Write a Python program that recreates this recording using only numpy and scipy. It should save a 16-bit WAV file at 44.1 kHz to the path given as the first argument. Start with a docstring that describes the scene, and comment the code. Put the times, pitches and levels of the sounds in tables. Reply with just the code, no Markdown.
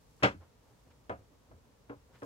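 """Worn bed slats slip on their frame as a person standing on the bed shifts their weight.
One loud crack, then a few duller knocks, each ringing the wood and the small, quiet bedroom.
Underneath, the mattress thuds softly as it settles; bedding and denim rustle over faint room tone.
The stereo microphone is in the room with the bed, and the wood reaches its left side first."""
import sys
import numpy as np
from scipy import signal
from scipy.fft import rfft, irfft
from scipy.io import wavfile
from scipy.ndimage import uniform_filter1d

SR = 44100
rng = np.random.default_rng(int(sys.argv[2]) if len(sys.argv) > 2 else 0)


def to_wav(sig):
    """Store sig (one row per channel, or 1-D mono) as 16-bit WAV at the path in sys.argv[1].

    Samples outside -1..1 are clipped; the rate is SR.
    """
    pcm = np.clip(np.atleast_2d(sig), -1, 1) * 32767
    pcm = np.round(pcm).astype(np.int16)
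    wavfile.write(sys.argv[1], SR, pcm.T)  # frames by channels


N = 99225
RING_T = np.arange(int(.6 * SR)) / SR

# slats slipping on the frame: start_s, level_db, lowpass_hz, bass_db, modes_db, kind
SLAT_SLIPS = [(0.2243, -11.5, 2260, 13, -7.5, "crack"), (0.2319, 0, 5600, -7, -1, "crack"),
              (0.2412, -6.5, 3070, -16, -12, "crack"), (.333, -20.5, 240, 9, -9, "tock"),
              (1.0946, -14, 1440, 5.5, -1.5, "clack"), (1.1183, -24, 750, -21, -1, "clack"),
              (1.4911, -34.5, 220, 11.5, -8, "tock"), (1.5103, -31, 785, 7.5, -8, "clack"),
              (1.8911, -26.5, 400, 0, 1.5, "tock"), (1.8952, -20, 1046, -2.5, 1.5, "tock"),
              (2.2192, -21.5, 1175, -10, 4.5, "tock")]
SLIP_KINDS = ["crack", "clack", "tock"]  # each wakes the modes in its own proportions
# modes of slats and frame: pitch_hz, crack_db, clack_db, tock_db
FRAME_MODES = [(119.8, -25.5, -30, -24), (194.2, -26.5, -29.5, -58), (285.3, -26.5, -31, -22),
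               (399.7, -36, -27.5, -29), (447.2, -36, -36, -34), (483, -25.5, -25.5, -24),
               (551, -23, -27, -31), (602.2, -25, -33.5, -30.5), (662, -30.5, -22, -54),
               (721, -36, -26, -44), (768, -27.5, -29.5, -35), (810.4, -30.5, -41, -36),
               (933, -26.5, -38, -50.5), (992, -39.5, -28, -33), (1065, -45.5, -36, -30),
               (1215, -30, -25, -35), (1321.5, -24.5, -24.5, -42), (1420, -26.5, -46, -32),
               (1617, -35, -39, -35), (1990, -22.5, -38, -64), (2640, -35.5, -53, -48),
               (2827, -37.5, -44, -41.5), (3300, -36.5, -42, -39)]
MODE_T60_S, MODE_DAMPING = 0.12, .08  # ring time at 500 Hz; power of frequency that shortens it
MODE_RISE_S, MODE_HOLD_S = 0.01, 0.019  # the frame swells and holds a moment before it dies away
MODE_SPREAD_RAD = 0.61  # standing waves in the room shift a mode's phase between the channels

# dense ring of the wood in the room: frequency_hz, band_level_db
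WOOD_SPECTRUM = [(45, -24.5), (80, -5.5), (150, -9), (220, -3.5), (330, 0.5), (600, 4), (1000, 2.5),
                 (1400, 9.5), (1700, 3.5), (2200, 5.5), (3100, 3.5), (3900, -4.5), (7000, -5), (15000, -22)]
# decay of that ring: frequency_hz, t60_s
WOOD_DECAY = [(60, .35), (150, 0.17), (300, 0.19), (600, 0.13), (1500, 0.16), (4000, 0.14), (10000, 0.19)]
# build-up of that ring: frequency_hz, rise_s
WOOD_BUILD_UP = [(80, 0.0062), (500, 0.0017), (1200, 0.0019), (2500, .0006), (8000, 0.001)]
EARLY_DB, EARLY_S = 0, 0.0027  # the treble arrives first, straight from the wood
ROOM_DB, ROOM_T60_S = -34, 0.26  # faint late reverberation
# the bed's balance at the microphone: frequency_hz, left_minus_right_db
BED_BALANCE = [(100, -1), (300, 0), (600, 0.5), (1300, 1), (2300, 3.5), (4500, 8.5), (8000, 1)]
# how alike the bed sounds in both channels: frequency_hz, correlation
BED_LIKENESS = [(100, 0.85), (300, 0.78), (1000, 0.91), (4000, 0.22), (10000, 1)]
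LEFT_LEAD_S = 0.00028

# dry ticks of splintered wood: start_s, level_db
SPLINTER_TICKS = [(0.2322, -12), (1.0957, -32), (2.233, -32.5)]
TICK_T60_S, TICK_TAIL_DB, TICK_TAIL_T60_S, TICK_BAND_HZ = .012, -12, .2, [2500, 8000]
# the mattress settling: start_s, level_db, pitch_hz
MATTRESS_THUDS = [(0.351, -43, 90.4), (0.376, -49.5, 65.6), (0.697, -59.5, 118.3), (.862, -59.5, 86.7),
                  (1.107, -42.5, 77.2), (1.173, -52, 108.5), (1.533, -51, 82.4), (1.965, -54.5, 78.7),
                  (2.141, -53, 126.6)]
THUD_RISE_S, THUD_T60_S, THUD_SAG_PER_S = 0.0078, 0.31, 1
# rubs of bedding and denim: start_s, length_s, level_db, lowpass_hz
CLOTH_RUBS = [(0.194, 0.075, -61, 1390), (0.401, 0.084, -62, 880), (.64, 0.18, -69, 700),
              (0.858, 0.046, -64, 397), (.902, 0.035, -66, 2230), (1.185, 0.071, -63, 300),
              (1.3, .08, -67.5, 400), (1.46, 0.085, -73, 794), (1.632, 0.082, -69.5, 300),
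              (2.08, 0.19, -69.5, 780), (2.132, 0.077, -64, 2310)]
RUB_HIGHPASS_HZ, CLOTH_GRAIN_DB = 231, 2
# swish of denim as the legs move: time_s, level_db
DENIM_SWISH = [(0, -76), (.2, -75), (.55, -87), (.7, -78.5), (.95, -81.5), (1.8, -86), (2.099, -81.5),
               (2.25, -71)]
DENIM_BAND_HZ = [3500, 9500]

# still air of the bedroom: frequency_hz, density_db
AIR_SPECTRUM = [(25, -20.5), (55, 4), (86, -5), (122, -2.5), (200, -9.5), (285, -9), (340, -16),
                (465, -8.5), (740, -18), (920, -15), (1450, -22.5), (2700, -27), (6500, -29.5),
                (10000, -36), (15500, -36.5)]
# how alike the air sounds in both channels: frequency_hz, correlation
ROOM_TONE_LIKENESS = [(30, 0.504), (90, 0.924), (300, 0.53), (1000, 0.12), (5000, 0.035)]
AIR_DB = -64
MIC_LOW_HZ, RECORDER_TOP_HZ = 33.4, 15900


def slats():
    """Each slip strikes the wood; the softer the contact, the less treble it wakes."""
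    out = np.zeros((2, N))
    mode_levels = dict(zip(SLIP_KINDS, np.transpose(FRAME_MODES)[1:]))
    for start_s, level_db, lowpass_hz, bass_db, modes_db, kind in SLAT_SLIPS:
        ring = wood_ring() + amp(modes_db) * frame_ring(mode_levels[kind])
        ring = filtered(ring, lowpass_hz, "low")
        ring += (amp(bass_db) - 1) * filtered(ring, 120, "low", order=1)  # bass shelf
        add(out, start_s, amp(level_db) * ring)
    return out


def wood_ring():
    """Countless wood modes and close reflections, each band swelling and dying at its own speed."""
    t = RING_T
    hz, noise = noise_pair(BED_LIKENESS, len(t))
    noise[1] *= np.exp(-2j * np.pi * hz * LEFT_LEAD_S)  # delays the right channel
    centres = np.geomspace(45, 15000, 26)
    room_tail = amp(ROOM_DB) * fade(t, ROOM_T60_S)
    out = np.zeros((2, len(t)))
    for centre in centres:
        bands_away = np.log((hz + 1) / centre) / np.log(centres[1] / centres[0])
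        band = irfft(noise * np.cos(np.pi / 2 * np.clip(bands_away, -1, 1)), len(t))
        rise = 1 - np.exp(-t / read(WOOD_BUILD_UP, centre))
        early = amp(EARLY_DB) * centre / (centre + 3000) * np.exp(-t / EARLY_S)
        band *= rise * (fade(t, read(WOOD_DECAY, centre)) + early + room_tail)
        band /= np.linalg.norm(band, axis=1, keepdims=True)
        out += band * amp(read(WOOD_SPECTRUM, centre)) * sides(centre)
    return amp(-9.5) * out


def frame_ring(levels_db):
    """Strong modes of slat and frame, pushed in alternate directions, arriving on the left first."""
    t = np.maximum(RING_T - np.array([[0], [LEFT_LEAD_S]]), 0)
    held_t = np.hypot(t, MODE_HOLD_S) - MODE_HOLD_S
    phases = MODE_SPREAD_RAD * (2 * rng.random((len(FRAME_MODES), 1, 1)) - 1) * np.array([[1], [-1]])
    ring = np.zeros_like(t)
    for k, (hz, *_) in enumerate(FRAME_MODES):
        t60 = MODE_T60_S * (500 / hz) ** MODE_DAMPING
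        swing = np.sin(2 * np.pi * hz * t + phases[k] * hz / (hz + 300))
        ring += (-1) ** k * amp(levels_db[k]) * sides(hz) * fade(held_t, t60) * swing
    return ring * (1 - np.exp(-t / MODE_RISE_S))


def splinters():
    """Splintered wood gives short bright snaps with a faint room tail."""
    out, t = np.zeros((2, N)), RING_T
    envelope = fade(t, TICK_T60_S) + amp(TICK_TAIL_DB) * fade(t, TICK_TAIL_T60_S)
    for start_s, level_db in SPLINTER_TICKS:
        snap = rng.standard_normal((2, len(t))) * envelope
        snap = filtered(snap, TICK_BAND_HZ, "band") / np.linalg.norm(snap[0])
        add(out, start_s, amp(level_db) * sides(8000) * snap)
    return out


def mattress():
    """Soft low thuds that sag in pitch as the springs take the weight."""
    out, t = np.zeros((2, N)), RING_T
    envelope = (1 - np.exp(-t / THUD_RISE_S)) * fade(t, THUD_T60_S)
    for start_s, level_db, pitch_hz in MATTRESS_THUDS:
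        cycles = np.cumsum(pitch_hz * np.exp(-THUD_SAG_PER_S * t)) / SR
        thud = amp(level_db) * envelope * np.sin(2 * np.pi * cycles)
        add(out, start_s, np.array([thud, thud]))
    return out


def bedding():
    """Grainy cloth friction that swells quickly and dies away."""
    out, t = np.zeros((2, N)), RING_T
    for start_s, length_s, level_db, lowpass_hz in CLOTH_RUBS:
        grain = cloth_grain(len(t), smoothing_samples=120)
        _, noise = noise_pair(BED_LIKENESS, len(t))
        rub = filtered(irfft(noise, len(t)) * grain, lowpass_hz, "low")
        rub = filtered(rub, RUB_HIGHPASS_HZ, "high", order=1)
        swell = 4 * t / length_s  # the rub peaks a quarter of the way in
        add(out, start_s, amp(level_db) * unit(rub) * swell * np.exp(1 - swell))
    return out


def denim():
    """A thin, slightly grainy swish that follows the legs."""
    time_s, level_db = np.transpose(DENIM_SWISH)
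    grain = cloth_grain(N, smoothing_samples=200)
    swish = filtered(rng.standard_normal((2, N)), DENIM_BAND_HZ, "band", order=1) * grain
    return unit(swish) * amp(np.interp(np.arange(N) / SR, time_s, level_db))


def cloth_grain(size, smoothing_samples):
    """Quick random flutter in the level of rubbing cloth."""
    return amp(CLOTH_GRAIN_DB * unit(uniform_filter1d(rng.standard_normal(size), smoothing_samples)))


def room_tone():
    """Low rumble and thin hiss of the still bedroom."""
    hz, noise = noise_pair(ROOM_TONE_LIKENESS, N)
    return amp(AIR_DB) * unit(irfft(noise * amp(read(AIR_SPECTRUM, hz)), N))


def noise_pair(likeness, size):
    """Frequencies and spectra of two partly alike white noises, left and right."""
    hz = np.fft.rfftfreq(size, 1 / SR)
    a, b = rfft(rng.standard_normal((2, size)))
    same = np.clip(read(likeness, hz), 0, 1)
    mid, side = a * np.sqrt((1 + same) / 2), b * np.sqrt((1 - same) / 2)
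    return hz, np.array([mid + side, mid - side])


def sides(hz):
    """Left and right gain of the bed at the microphone."""
    return amp(read(BED_BALANCE, hz) * np.array([[.5], [-.5]]))


def amp(db):
    """Decibels to gain."""
    return 10 ** (np.asarray(db) / 20)


def read(points, hz):
    """Reads a table on a log-frequency axis."""
    frequency_hz, value = np.transpose(points)
    return np.interp(np.log(hz + 1), np.log(frequency_hz), value)


def add(mix, start_s, sound):
    """Lays a stereo sound into the mix."""
    part = mix[:, round(start_s * SR):][:, :sound.shape[1]]
    part += sound[:, :part.shape[1]]


def unit(x):
    """Scales to rms 1."""
    return x / np.sqrt(np.mean(x ** 2) + 1e-20)


def filtered(x, hz, kind, order=2):
    """Causal Butterworth filter."""
    return signal.sosfilt(signal.butter(order, hz, kind, fs=SR, output="sos"), x)


def fade(t, t60):
    """Exponential decay, 60 dB down at t60."""
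    return np.exp(-np.log(1000) * t / t60)


def scene():
    """The bed in front, the quiet room behind it."""
    return slats() + splinters() + mattress() + bedding() + denim() + room_tone()


def record(dry):
    """The microphone sheds the deepest rumble; the recorder cuts the highest treble."""
    thinned = filtered(dry, MIC_LOW_HZ, "high")
    band_limit = signal.firwin(511, RECORDER_TOP_HZ, window=("kaiser", 9), fs=SR)
    return signal.oaconvolve(thinned, band_limit[None], "same")


dry = scene()
out = record(dry)
to_wav(out)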